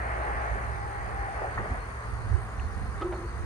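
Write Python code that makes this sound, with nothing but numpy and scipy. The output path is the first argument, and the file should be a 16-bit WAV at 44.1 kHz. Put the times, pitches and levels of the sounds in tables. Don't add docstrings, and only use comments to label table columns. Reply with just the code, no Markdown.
import sys
import numpy as np
from scipy import signal
from scipy.fft import rfft, irfft, next_fast_len
from scipy.io import wavfile
from scipy.ndimage import uniform_filter1d, map_coordinates

SR = 44100
rng = np.random.default_rng(int(sys.argv[2]) if len(sys.argv) > 2 else 0)


def how_loud(loudness_db):
    steps = np.asarray(loudness_db, float) / 20
    return 10 ** steps


def transcribe(signal):
    frames = np.atleast_2d(signal).T
    limited = np.clip(frames, -1, 1)
    pcm = np.round(limited * 32767).astype(np.int16)
    wavfile.write(sys.argv[1], SR, pcm)


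N = 152145
T = np.arange(N) / SR


def unit(x):
    return x / np.sqrt(np.mean(x ** 2) + 1e-20)


def along(points, hz):
    f, v = np.transpose(points)
    return np.interp(np.log(hz + 1), np.log(f + 1), v)


def curves(rows):
    s, *cols = np.transpose(rows)
    return [np.interp(T, s, c) for c in cols]


def wobble(rate):
    knots = rng.standard_normal(int(N * rate / SR) + 4)
    return map_coordinates(knots, [T * rate])


def filtered(x, response):
    m = next_fast_len(N + 8192)
    spectrum = rfft(x, m) * response(np.fft.rfftfreq(m, 1 / SR))
    return irfft(spectrum, m)[..., :N]


def peak(centre_hz, width_hz):
    return lambda f: 1j * f * width_hz / (centre_hz ** 2 - f * f + 1j * f * width_hz)


def patchy(patchy_db, channels=1):
    z = signal.stft(rng.standard_normal((channels, N)), nperseg=512)[2]
    field = uniform_filter1d(rng.standard_normal(z.shape[1:]), 6, 0)
    field = uniform_filter1d(field, 10, 1)
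    return signal.istft(z * how_loud(patchy_db * unit(field)), nperseg=512)[1][:, :N]


def coloured(x, spectrum):
    return unit(filtered(x, lambda hz: how_loud(along(spectrum, hz))))


def tone(hz, drift_hz, rate):
    cycles = np.cumsum(hz + drift_hz * wobble(rate)) / SR
    return np.sqrt(2) * np.sin(2 * np.pi * (cycles + rng.random()))


def ports(direct, lead_ms, pan_db):
    heard_at = np.clip(np.arange(N) - lead_ms * SR / 1000, 0, N - 1)
    late = map_coordinates(direct, [heard_at], order=3)
    return np.array([direct * how_loud(pan_db), late * how_loud(-pan_db)])


# f/Hz, left level/dB, right level/dB
HISS_SPECTRUM = [(2410, -10, 3), (4850, 6.5, 7.5), (5350, -1.5, 3.5), (6790, 5.5, 6), (7460, -2, -21),
                 (7900, 0.5, -8), (8800, 0, 2.5), (9810, 6, 8), (9860, -17, -34), (10500, -38, -33),
                 (10580, -36, -34), (11820, -12, -11.5), (15900, -13, -12)]


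def hiss():
    hz, *sides = np.transpose(HISS_SPECTRUM)
    spectra = [[(1500, -60), *zip(hz, side), (15760, -120)] for side in sides]
    noise = filtered(patchy(2.04, channels=2), lambda f: how_loud([along(s, f) for s in spectra]))
    return how_loud(-59.5) * unit(noise)


# f/Hz, pitch wander/Hz, left level/dB, right level/dB
FAR_SINGER = (4252.5, 66.5, -81, -72.5)


def far_singer():
    hz, wander_hz, left_db, right_db = FAR_SINGER
    song = tone(hz, wander_hz, 210) * how_loud(4.5 * wobble(24.76))
    return song * how_loud([[left_db], [right_db]])


# first stroke's middle t/s, end t/s, stroke rate f/Hz, cricket number
TRILLS = [(.0017, 2.615, 60.34, 0), (2.712, 3.5, 60.24, 0), (.0058, 2.44, 60.53, 1),
          (2.4508, 3.5, 60.37, 1)]
# f/Hz, pitch wander/Hz, left level/dB, right level/dB, stroke length t/s
CRICKETS = [(8610, 70, -59, -88, 0.0125), (9550, 360, -98, -60.5, 0.009)]


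def crickets():
    sag_hz = 900
    out = np.zeros((2, N))
    for start, end, rate, who in TRILLS:
        hz, wander_hz, left_db, right_db, stroke_s = CRICKETS[who]
        since = ((T - start) * rate + .5) % 1 / rate - .5 / rate
        stroke = np.cos(np.pi * np.clip(since / stroke_s, -.5, .5))
        gate = stroke * (T > start - .5 / rate) * (T < end)
        pitch = hz - sag_hz * np.clip(2 * since / stroke_s, 0, 1) ** 3
        wing = tone(pitch, wander_hz, 110) * gate
        wing = filtered(wing, lambda f: np.exp(-((f - hz) / (wander_hz + sag_hz)) ** 4))
        out = out + wing * how_loud(1.1 * wobble(27.65)) * how_loud([[left_db], [right_db]])
    return out


ROAD_SPECTRUM = [(88, -36), (150, -4), (296, -17), (443, -2.5), (655, -23), (1090, -3), (3050, -28),
                 (6710, -120)]
ROAD_DB, ROAD_LEAD_MS, ROAD_DIFFUSE_DB = -47.5, 0.13, -1


def road():
    noise = coloured(patchy(0.44, channels=3), ROAD_SPECTRUM) * how_loud(ROAD_DB + 0.53 * wobble(4.5))
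    return ports(noise[0], ROAD_LEAD_MS, pan_db=1.5) + how_loud(ROAD_DIFFUSE_DB) * noise[1:]


# t/s, level/dB before its wobble and tilt between ports
RUMBLE_LEVEL = [(0, -44), (.5, -44.5), (1, -43), (1.4, -56), (1.6, -37.5), (2, -47.5), (2.6, -40),
                (3.45, -42)]
# f/Hz, level/dB
RUMBLE_SPECTRUM = [(15, -57), (28, -8), (45, 7), (70, 2), (100, 0.5), (140, -11.5), (200, -10),
                   (310, -18.5), (900, -120)]


def rumble():
    level_db = curves(RUMBLE_LEVEL)[0]
    noise = coloured(rng.standard_normal(N), RUMBLE_SPECTRUM)
    return noise * how_loud(level_db + 4.3 * wobble(18)) * how_loud([[-.4], [.4]])


# f/Hz, level/dB before wobble and tilt
MOTOR_LINES = [(47, -48), (66, -43.5), (72.5, -49.5), (109.8, -45.5), (131, -57)]


def motor():
    lines = sum(tone(hz, 0.57, 3.9) * how_loud(db + 1.85 * wobble(4.12)) for hz, db in MOTOR_LINES)
    return lines * how_loud([[-.4], [.4]])


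# t/s, level/dB before wobble and port gains
GUST_LEVEL = [(0, -50), (.45, -38), (.85, -39), (1.2, -40), (1.45, -46.5), (1.62, -34.5), (2, -53),
              (2.15, -33.5), (2.27, -30.5), (2.36, -22.5), (2.45, -39.5), (2.7, -31.5), (2.87, -31.5),
              (3.05, -37), (3.3, -47), (3.44, -25)]
# f/Hz, level/dB
GUST_SPECTRUM = [(12, -56), (20, -35), (54, -1.5), (76, -5.5), (261, -36.5), (400, -31), (520, -66),
                 (880, -120)]


def wind():
    level_db = curves(GUST_LEVEL)[0]
    lumps_db = 2.2 * np.array([wobble(16), wobble(18)])
    buffets = coloured(rng.standard_normal((2, N)), GUST_SPECTRUM) * how_loud(level_db + lumps_db)
    return buffets * how_loud([[-14], [0.5]])


# t/s, ring level/dB, rattle level/dB, dull above f/Hz (lower for softer contacts)
CLANKS = [(3.010, -38, -40, 7000), (3.017, -27.5, -36.5, 5900), (3.121, -39.5, -30.5, 2970),
          (3.143, -34.5, -42, 2000), (3.199, -34, -40, 1200), (3.254, -44, -50, 900)]
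# f/Hz, level/dB relative to the ring, 60 dB decay t/s
STEEL_MODES = [(345.7, -1.5, 1.1), (368.2, -5, 1.3), (442, -17, 0.38), (540, -12, 0.34), (690, -6, 0.07),
               (820, -8.5, 0.087), (1282, -3, 0.16), (3510, -20.5, 0.052)]


def resonant_noise(centre_hz, width_hz):
    return unit(filtered(rng.standard_normal(N), lambda f: peak(centre_hz, width_hz)(f) ** 2))


def clanks():
    attack_s, damp_s, crack_t60_s, body_t60_s = 0.0013, 0.003, 0.069, 0.27
    out = np.zeros(N)
    for s, ring_db, rattle_db, dull_hz in CLANKS:
        t = np.maximum(T - s, 0)
        ring = sum(how_loud(level - 60 * t / t60 + 2.5 * wobble(45)) * np.sin(2 * np.pi * hz * t)
                   for hz, level, t60 in STEEL_MODES)
        crack = resonant_noise(1400, 2600) * how_loud(-60 * t / crack_t60_s)
        body = resonant_noise(600, 700) * how_loud(-3.5 - 60 * t / body_t60_s)
        blow = how_loud(ring_db) * ring + how_loud(rattle_db) * (crack + body)
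        blow = blow * (1 - np.exp(-t / attack_s))
        damped = out * np.exp(-t / damp_s)
        out = damped + filtered(blow, lambda f: 1 / (1 + 1j * f / dull_hz) ** 4)
    tick_s, tick_db, tick_hz, tick_len_s = 2.598, -37, 2710, 0.001
    tick_shape = np.exp(-((T - tick_s) / tick_len_s) ** 2)
    out = out + how_loud(tick_db) * tick_shape * np.sin(2 * np.pi * tick_hz * T)
    return out * how_loud([[-.6], [.6]])


# t/s, f/Hz, level/dB
DRONE = [(0, 57.25, -37), (.55, 56.5, -37.5), (.8, 54.93, -53), (1.2, 53.3, -38), (1.5, 56.75, -52),
         (2.1, 55.3, -46), (2.8, 56.35, -54), (3.45, 57.3, -70)]


def engine():
    hz, level_db = curves(DRONE)
    return tone(hz, 0.22, 5) * how_loud(level_db)


# t/s, noise level/dB at onset, centre f/Hz, width f/Hz, 60 dB decay t/s
THUMPS = [(1.417, -30.5, 640, 450, 0.13), (1.444, -29.5, 575, 400, 0.09), (1.476, -37.5, 572, 400, 0.062),
          (1.574, -26.5, 1104, 400, .07), (1.577, -30, 1885, 200, 0.094), (1.589, -37, 181, 248, 0.11),
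          (1.593, -33.5, 557, 595, 0.25), (1.654, -35, 662, 470, 0.1)]


def thumps():
    ring_db, attack_s = -4.2, 0.0015
    out = 0
    for s, db, hz, width_hz, t60 in THUMPS:
        t = np.maximum(T - s, 0)
        noise = filtered(rng.standard_normal(N),
                         lambda f: peak(hz, width_hz)(f) ** 2 / (1 + (f / 2500) ** 2))
        burst = unit(noise) + how_loud(ring_db) * np.sin(2 * np.pi * hz * t)
        out = out + burst * (1 - np.exp(-t / attack_s)) * how_loud(db - 60 * t / t60)
    return ports(out, lead_ms=0.14, pan_db=0.1)


# t/s, roar level/dB, tread tone level/dB (before wobbles), left port's lead/ms
TYRES = [(0, -38, -49, 0.37), (.3, -37, -37.5, 0.37), (.62, -39, -46.5, 0.35), (.9, -42, -39.5, 0.37),
         (1.13, -40, -45.5, 0.35), (1.3, -39.5, -40, 0.32), (1.47, -39.5, -40.5, 0.32),
         (1.54, -39, -55, 0.28), (1.9, -43.5, -70, 0.29), (2.4, -48, -54, 0.15), (3.45, -50, -62, 0.13)]
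# f/Hz, level/dB
ROAR_SPECTRUM = [(88, -58), (150, -22), (411, -8), (455, -12), (725, -2), (812, -6), (993, -6.5),
                 (1890, -6.5), (3050, -31), (3960, -45), (6710, -120)]


def tyres():
    tread_hz, tread_wander_hz, tread_sag_hz_per_s, diffuse_db = 834, 24, 17, -0.5
    roar_db, tread_db, lead_ms = curves(TYRES)
    roar = coloured(patchy(1.0, channels=3), ROAR_SPECTRUM) * how_loud(roar_db + 0.91 * wobble(6.42))
    tread = tone(tread_hz - tread_sag_hz_per_s * T, tread_wander_hz, 110)
    tread = tread * how_loud(tread_db + 2.1 * wobble(16))
    echoes = how_loud(diffuse_db) * roar[1:]
    return ports(roar[0] + tread, lead_ms, pan_db=0.37) + echoes


def scene():
    background = hiss() + far_singer() + crickets() + road() + rumble() + motor()
    return background + wind() + clanks() + engine() + thumps() + tyres()


def low_pass(x):
    return signal.sosfilt(signal.butter(12, 15730, fs=SR, output="sos"), x)


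def record(dry):
    return low_pass(dry)


dry = scene()
out = record(dry)
transcribe(out)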